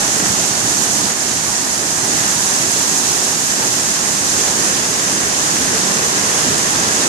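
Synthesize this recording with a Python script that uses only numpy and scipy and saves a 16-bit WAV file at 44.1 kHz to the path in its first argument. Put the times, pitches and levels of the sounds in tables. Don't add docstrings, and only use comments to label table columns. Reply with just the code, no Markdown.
import sys
import numpy as np
from scipy import signal
from scipy.fft import rfft, irfft, next_fast_len
from scipy.io import wavfile
from scipy.ndimage import map_coordinates

SR = 44100
rng = np.random.default_rng(int(sys.argv[2]) if len(sys.argv) > 2 else 0)


def unload_wav(signal):
    wavfile.write(
        sys.argv[1],
        SR,
        np.round(np.clip(np.atleast_2d(signal).T, -1, 1) * 32767).astype(np.int16),
    )


N = 312228
TIME = np.arange(N) / SR
SIZE = next_fast_len(N)
HZ = np.maximum(np.arange(SIZE // 2 + 1) * SR / SIZE, 1)

# t/s, heading (0 at the bridge, 1 downstream)
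HEADING = [(0, 0), (2.3, 0.076), (3.7, 0.33), (5, 1), (7.08, 0.84)]
# t/s, their share of the lows (0-1)
WAVE_NEARNESS = [(0, 0.23), (.8, 0.13), (1.8, 0.19), (2.6, 0.08), (3.9, 0.07), (5.2, 0.23), (5.8, 0.31),
                 (7.08, 0.4)]


def from_db(db):
    return np.exp(np.asarray(db) * (np.log(10) / 20))


def rms_one(x):
    return x / np.sqrt(np.mean(x ** 2) + 1e-20)


def in_time(points):
    return np.interp(TIME, *np.transpose(points))


def with_turn(at_bridge, downstream):
    return at_bridge + (downstream - at_bridge) * in_time(HEADING)


def bell(s, half_length):
    return np.cos(np.pi / 2 * np.clip((TIME - s) / half_length, -1, 1)) ** 2


def drift(rate):
    step, run_in = 40, 2000
    pole = np.exp(-2 * np.pi * rate * step / SR)
    slow = signal.lfilter([1], [1, -2 * pole, pole * pole], rng.standard_normal(N // step + run_in + 2))
    slow = rms_one(slow[run_in:])
    return np.interp(np.arange(N) / step, np.arange(len(slow)), slow)


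def colour(x, gain):
    return irfft(rfft(x, SIZE) * gain, SIZE)[..., :N]


def resonate(x, peaks):
    return colour(x, from_db(sum(db / (1 + (2 * (HZ - hz) / width) ** 2) for hz, width, db in peaks)))


def swell(water, lift_db, hz, width_hz):
    return water + (from_db(lift_db) - 1) * colour(water, 1 / (1 + (2 * (HZ - hz) / width_hz) ** 4))


def breeze(level_db, gust_db, top_hz):
    # t/s, half-length/s, lift/dB
    puffs = [(0, 0.15, 11), (.3, .18, 8), (.68, .12, 7), (.88, .14, 7), (2.7, .25, 8), (5.38, .1, 6),
             (5.66, .1, 6)]
    rumble = colour(rng.standard_normal((2, N)), HZ / (HZ + 15) / (1 + (HZ / top_hz) ** 3))
    puffs_db = sum(db * bell(s, length) for s, length, db in puffs)
    return from_db(level_db + puffs_db) * rms_one(rumble * from_db(gust_db * drift(5.8)))


def droplets(per_s, gain_db, size_db, low_cut_hz):
    falls = (rng.random((2, N)) < per_s / SR) * rng.choice([-1, 1], (2, N))
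    ticks = falls * from_db(gain_db + size_db * rng.uniform(-1, 1, (2, N)))
    return signal.sosfilt(signal.butter(1, low_cut_hz, "high", fs=SR, output="sos"), ticks + 1e-18)


def top_lift(water):
    # t/s, half-length/s, lift/dB
    lifts = [(3.2, 1.0, 2), (4.45, .2, 2)]
    return swell(water, sum(db * bell(s, length) for s, length, db in lifts), hz=13400, width_hz=2600)


def gulps(water):
    # t/s, half-length/s, f/Hz, lift/dB
    pockets = [(4.23, .06, 350, 3), (4.39, .06, 400, 3), (4.59, .08, 420, 3), (4.667, 0.049, 457, 6.5),
               (6.54, .05, 493, 5)]
    for s, length, hz, db in pockets:
        water = swell(water, db * bell(s, length), hz, width_hz=220)
    return water


def slaps(gain_db, decay_s, spread, smack):
    # t/s, relative level/dB, centre f/Hz
    hits = [(0.0785, -1, 4000), (0.198, 6.5, 1450), (0.260, 2, 1900), (0.2934, -2, 3500),
            (0.4915, -5, 7000), (0.9154, -3, 6000), (1.287, 0, 3000), (2.233, -2, 3800), (3.627, -2, 1900),
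            (4.479, 2.5, 1800), (4.940, -1, 6000), (4.996, -1.5, 3800), (5.567, -2, 2200),
            (5.888, -14, 6500), (6.581, 0, 7000), (6.884, -7, 6000), (7.036, 0.5, 3900)]
    out, t = np.zeros((2, N)), TIME[:SR // 20]
    for s, db, hz in hits:
        band = signal.butter(1, [hz / spread, min(hz * spread, .45 * SR)], "band", fs=SR, output="sos")
        impact = smack * (t == 0) + np.exp(-t / decay_s) * rng.standard_normal(len(t))
        start = round(s * SR)
        out[:, start:start + len(t)] += from_db(db + gain_db) * signal.sosfilt(band, impact)[:N - start]
    return out


def bank_reflection(water, width_hz):
    centre_hz = [with_turn(530, 700), with_turn(476, 510)]
    depth_db = with_turn(-5, -2.5)
    carrier = np.exp(2j * np.pi * np.cumsum(centre_hz, axis=1) / SR)
    narrow = signal.butter(1, width_hz / 2, fs=SR, output="sos")
    band = 2 * np.real(signal.sosfilt(narrow, water / carrier) * carrier)
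    return water - (1 - from_db(depth_db)) * band


def ring(clicks, hz, t60):
    pole, angle = from_db(-60 / (t60 * SR)), 2 * np.pi * hz / SR
    return signal.lfilter([0, np.sin(angle)], [1, -2 * pole * np.cos(angle), pole * pole], clicks + 1e-18)


def churn(per_s, size_db, cycles, bubble_share):
    pitches = np.geomspace(350, 9000, 24)
    born = np.flatnonzero(rng.random(N) < per_s * from_db(1.6 * drift(7)) / SR)
    sizes = from_db(size_db * np.minimum(rng.exponential(1, N), 4)) * rng.choice([-1, 1], N)
    pitch_index = rng.integers(0, len(pitches), N)
    bubbles = np.zeros(N)
    for k, (hz, width) in enumerate(zip(pitches, np.gradient(pitches))):
        clicks, own = np.zeros(N), born[pitch_index[born] == k]
        clicks[own] = sizes[own]
        bubbles += rms_one(ring(clicks, hz, cycles / hz)) * np.sqrt(2 * width / SR)
    bubble_band = 1 / (1 + (pitches[0] / HZ) ** 4) / (1 + (HZ / pitches[-1]) ** 8)
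    wash = colour(rng.standard_normal(N), np.sqrt(1 - bubble_share * bubble_band))
    return np.sqrt(bubble_share) * bubbles + wash


def far_river(port_spacing_s):
    alike = np.sinc(2 * HZ * port_spacing_s)
    mid, side = [churn(per_s=9000, size_db=3.5, cycles=11.8, bubble_share=0.24) for _ in range(2)]
    return colour(mid, np.sqrt((1 + alike) / 2)) + colour(side, np.sqrt((1 - alike) / 2)) * [[1], [-1]]


def near_waves(delay_s):
    waves = churn(per_s=3000, size_db=4.5, cycles=19.0, bubble_share=0.75)
    return np.array([map_coordinates(waves, [(TIME - delay_s) * SR], order=3, mode="nearest"), waves])


def breakers():
    # t/s, half-length/s, roar/dB, rush/dB, hiss/dB
    waves = [(0.284, 0.16, 4, 0.9, 0), (.515, 0.045, 4.2, 0, 0.5), (0.666, 0.053, 7, 0.5, 0.9),
             (0.79, .06, 4.5, 0, .7), (1.03, 0.14, 4.5, 0, 0.3), (2.105, 0.15, 3.8, 0.5, 0.5),
             (2.31, 0.2, 2, 1.3, 0), (2.6, 0.23, 3, 1, 0.2), (3.0, 0.49, .7, 1.4, 1.0),
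             (3.624, 0.094, 3.5, 1, 0), (4.046, .1, 0, 1, -0.7), (4.398, 0.18, 0.5, 1, 0.5),
             (4.622, 0.21, 1, 1.8, 1), (5.58, 0.12, 1.5, -0.5, 1.5), (6.49, 0.17, 2.5, 1, 1.0),
             (7.06, .15, 1.5, 0.4, 0.5)]
    return sum(np.outer(lifts_db, bell(s, length)) for s, length, *lifts_db in waves)


def register_levels():
    near, heading = [curve - curve.mean() for curve in (in_time(WAVE_NEARNESS), in_time(HEADING))]
    roar_lift, rush_lift, hiss_lift = breakers()
    roar = -0.5 + 8.5 * near + roar_lift
    rush = -0.16 + 11.5 * near + rush_lift
    hiss = -0.31 - near + hiss_lift + np.outer((0.5, -0.86), heading)
    return roar, rush, hiss


def surge(water, flutter_db, crest_db, wander_db):
    roar, rush, hiss = register_levels()
    spectrum, log_hz, octaves = rfft(water, SIZE), np.log2(HZ), np.log2(120) + np.arange(7)
    crests, out = drift(16), 0
    for octave, own in zip(octaves, np.eye(len(octaves))):
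        low = np.interp(octave, np.log2([230, 480]), [1, 0])
        high = np.interp(octave, np.log2([2400, 5500]), [0, 1])
        level = low * roar + (1 - low - high) * rush + high * hiss
        eddies = flutter_db * drift(10.6) + wander_db * (1 - high) * drift(5.2)
        band = irfft(spectrum * np.interp(log_hz, octaves, own), SIZE)[:, :N]
        out = out + band * from_db(level + eddies + crest_db * (1 - low) * crests)
    return out


def river():
    share, lows = in_time(WAVE_NEARNESS), 1 / (1 + (HZ / 2100) ** 3)
    far = far_river(port_spacing_s=0.0005)
    far = far - (1 - np.sqrt(1 - share)) * colour(far, lows)
    near = colour(near_waves(delay_s=with_turn(0.00024, 0.00032)), np.sqrt(lows))
    return far + np.sqrt(share) * near


def scene():
    # f/Hz, level/dB
    tone = [(20, -46), (42, -28), (70, -16), (125, -10), (195, -6), (400, -8), (560, -10.5), (780, -9.5),
            (1200, -13.5), (2600, -17.5), (4000, -17.5), (9000, -17), (11800, -21), (14000, -34)]
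    water = bank_reflection(river(), width_hz=197)
    water = surge(water, flutter_db=0.5, crest_db=0.21, wander_db=0.54)
    water = top_lift(gulps(water))
    water = swell(water, -1.2 * bell(1.75, .65), hz=3300, width_hz=1700)
    water += slaps(gain_db=3.5, decay_s=0.0041, spread=1.6, smack=3.5)
    water += droplets(per_s=14, gain_db=9.5, size_db=4.0, low_cut_hz=1000)
    tone_hz, tone_db = np.transpose(tone)
    eq_db = np.interp(np.log(HZ), np.log(tone_hz), tone_db) - 0.27
    return colour(water, from_db(eq_db)) + breeze(level_db=-57.0, gust_db=-4.0, top_hz=60)


def channel(x, peaks, turn_peaks, cutoff_hz, steepness, ceiling=0.85):
    x = resonate(x, peaks)
    x = with_turn(x, resonate(x, turn_peaks))
    x = x / (1 + (x / ceiling) ** 8) ** (1 / 8)
    return colour(x, 1 / np.sqrt(1 + (HZ / cutoff_hz) ** steepness))


def dips(edge_s):
    # start t/s, end t/s, level/dB
    spans = [(.45, 0.56, -0.5), (1.11, 2.102, -1.2), (1.13, 1.158, -2.5), (4.8, 4.878, -0.4)]
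    return sum(db * (np.tanh((TIME - start) / edge_s) - np.tanh((TIME - end) / edge_s)) / 2
               for start, end, db in spans)


def record(dry):
    # f/Hz, width/Hz, level/dB
    left_peaks = [(1870, 1110, 11), (2210, 350, -11), (2800, 1400, 0.8), (5100, 3500, 5),
                  (6260, 1980, 12.5), (9600, 3300, -1.5)]
    right_peaks = [(5040, 1700, 0.7), (6730, 710, 2.1), (6820, 3570, 11.06)]
    # f/Hz, width/Hz, level/dB
    left_turned = [(1620, 240, 1), (1950, 300, 0), (2700, 610, 2.2), (4080, 1100, -2), (8500, 2500, 2)]
    right_turned = [(770, 240, -1.6), (1070, 140, 2.2), (5000, 500, 1.3), (6000, 500, -1.1)]
    left, right = dry * from_db(dips(edge_s=0.011))
    return np.array([channel(left * from_db(-6.5), left_peaks, left_turned, cutoff_hz=10500, steepness=60),
                     channel(right, right_peaks, right_turned, cutoff_hz=14520, steepness=600)])


dry = scene()
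out = record(dry)
unload_wav(out)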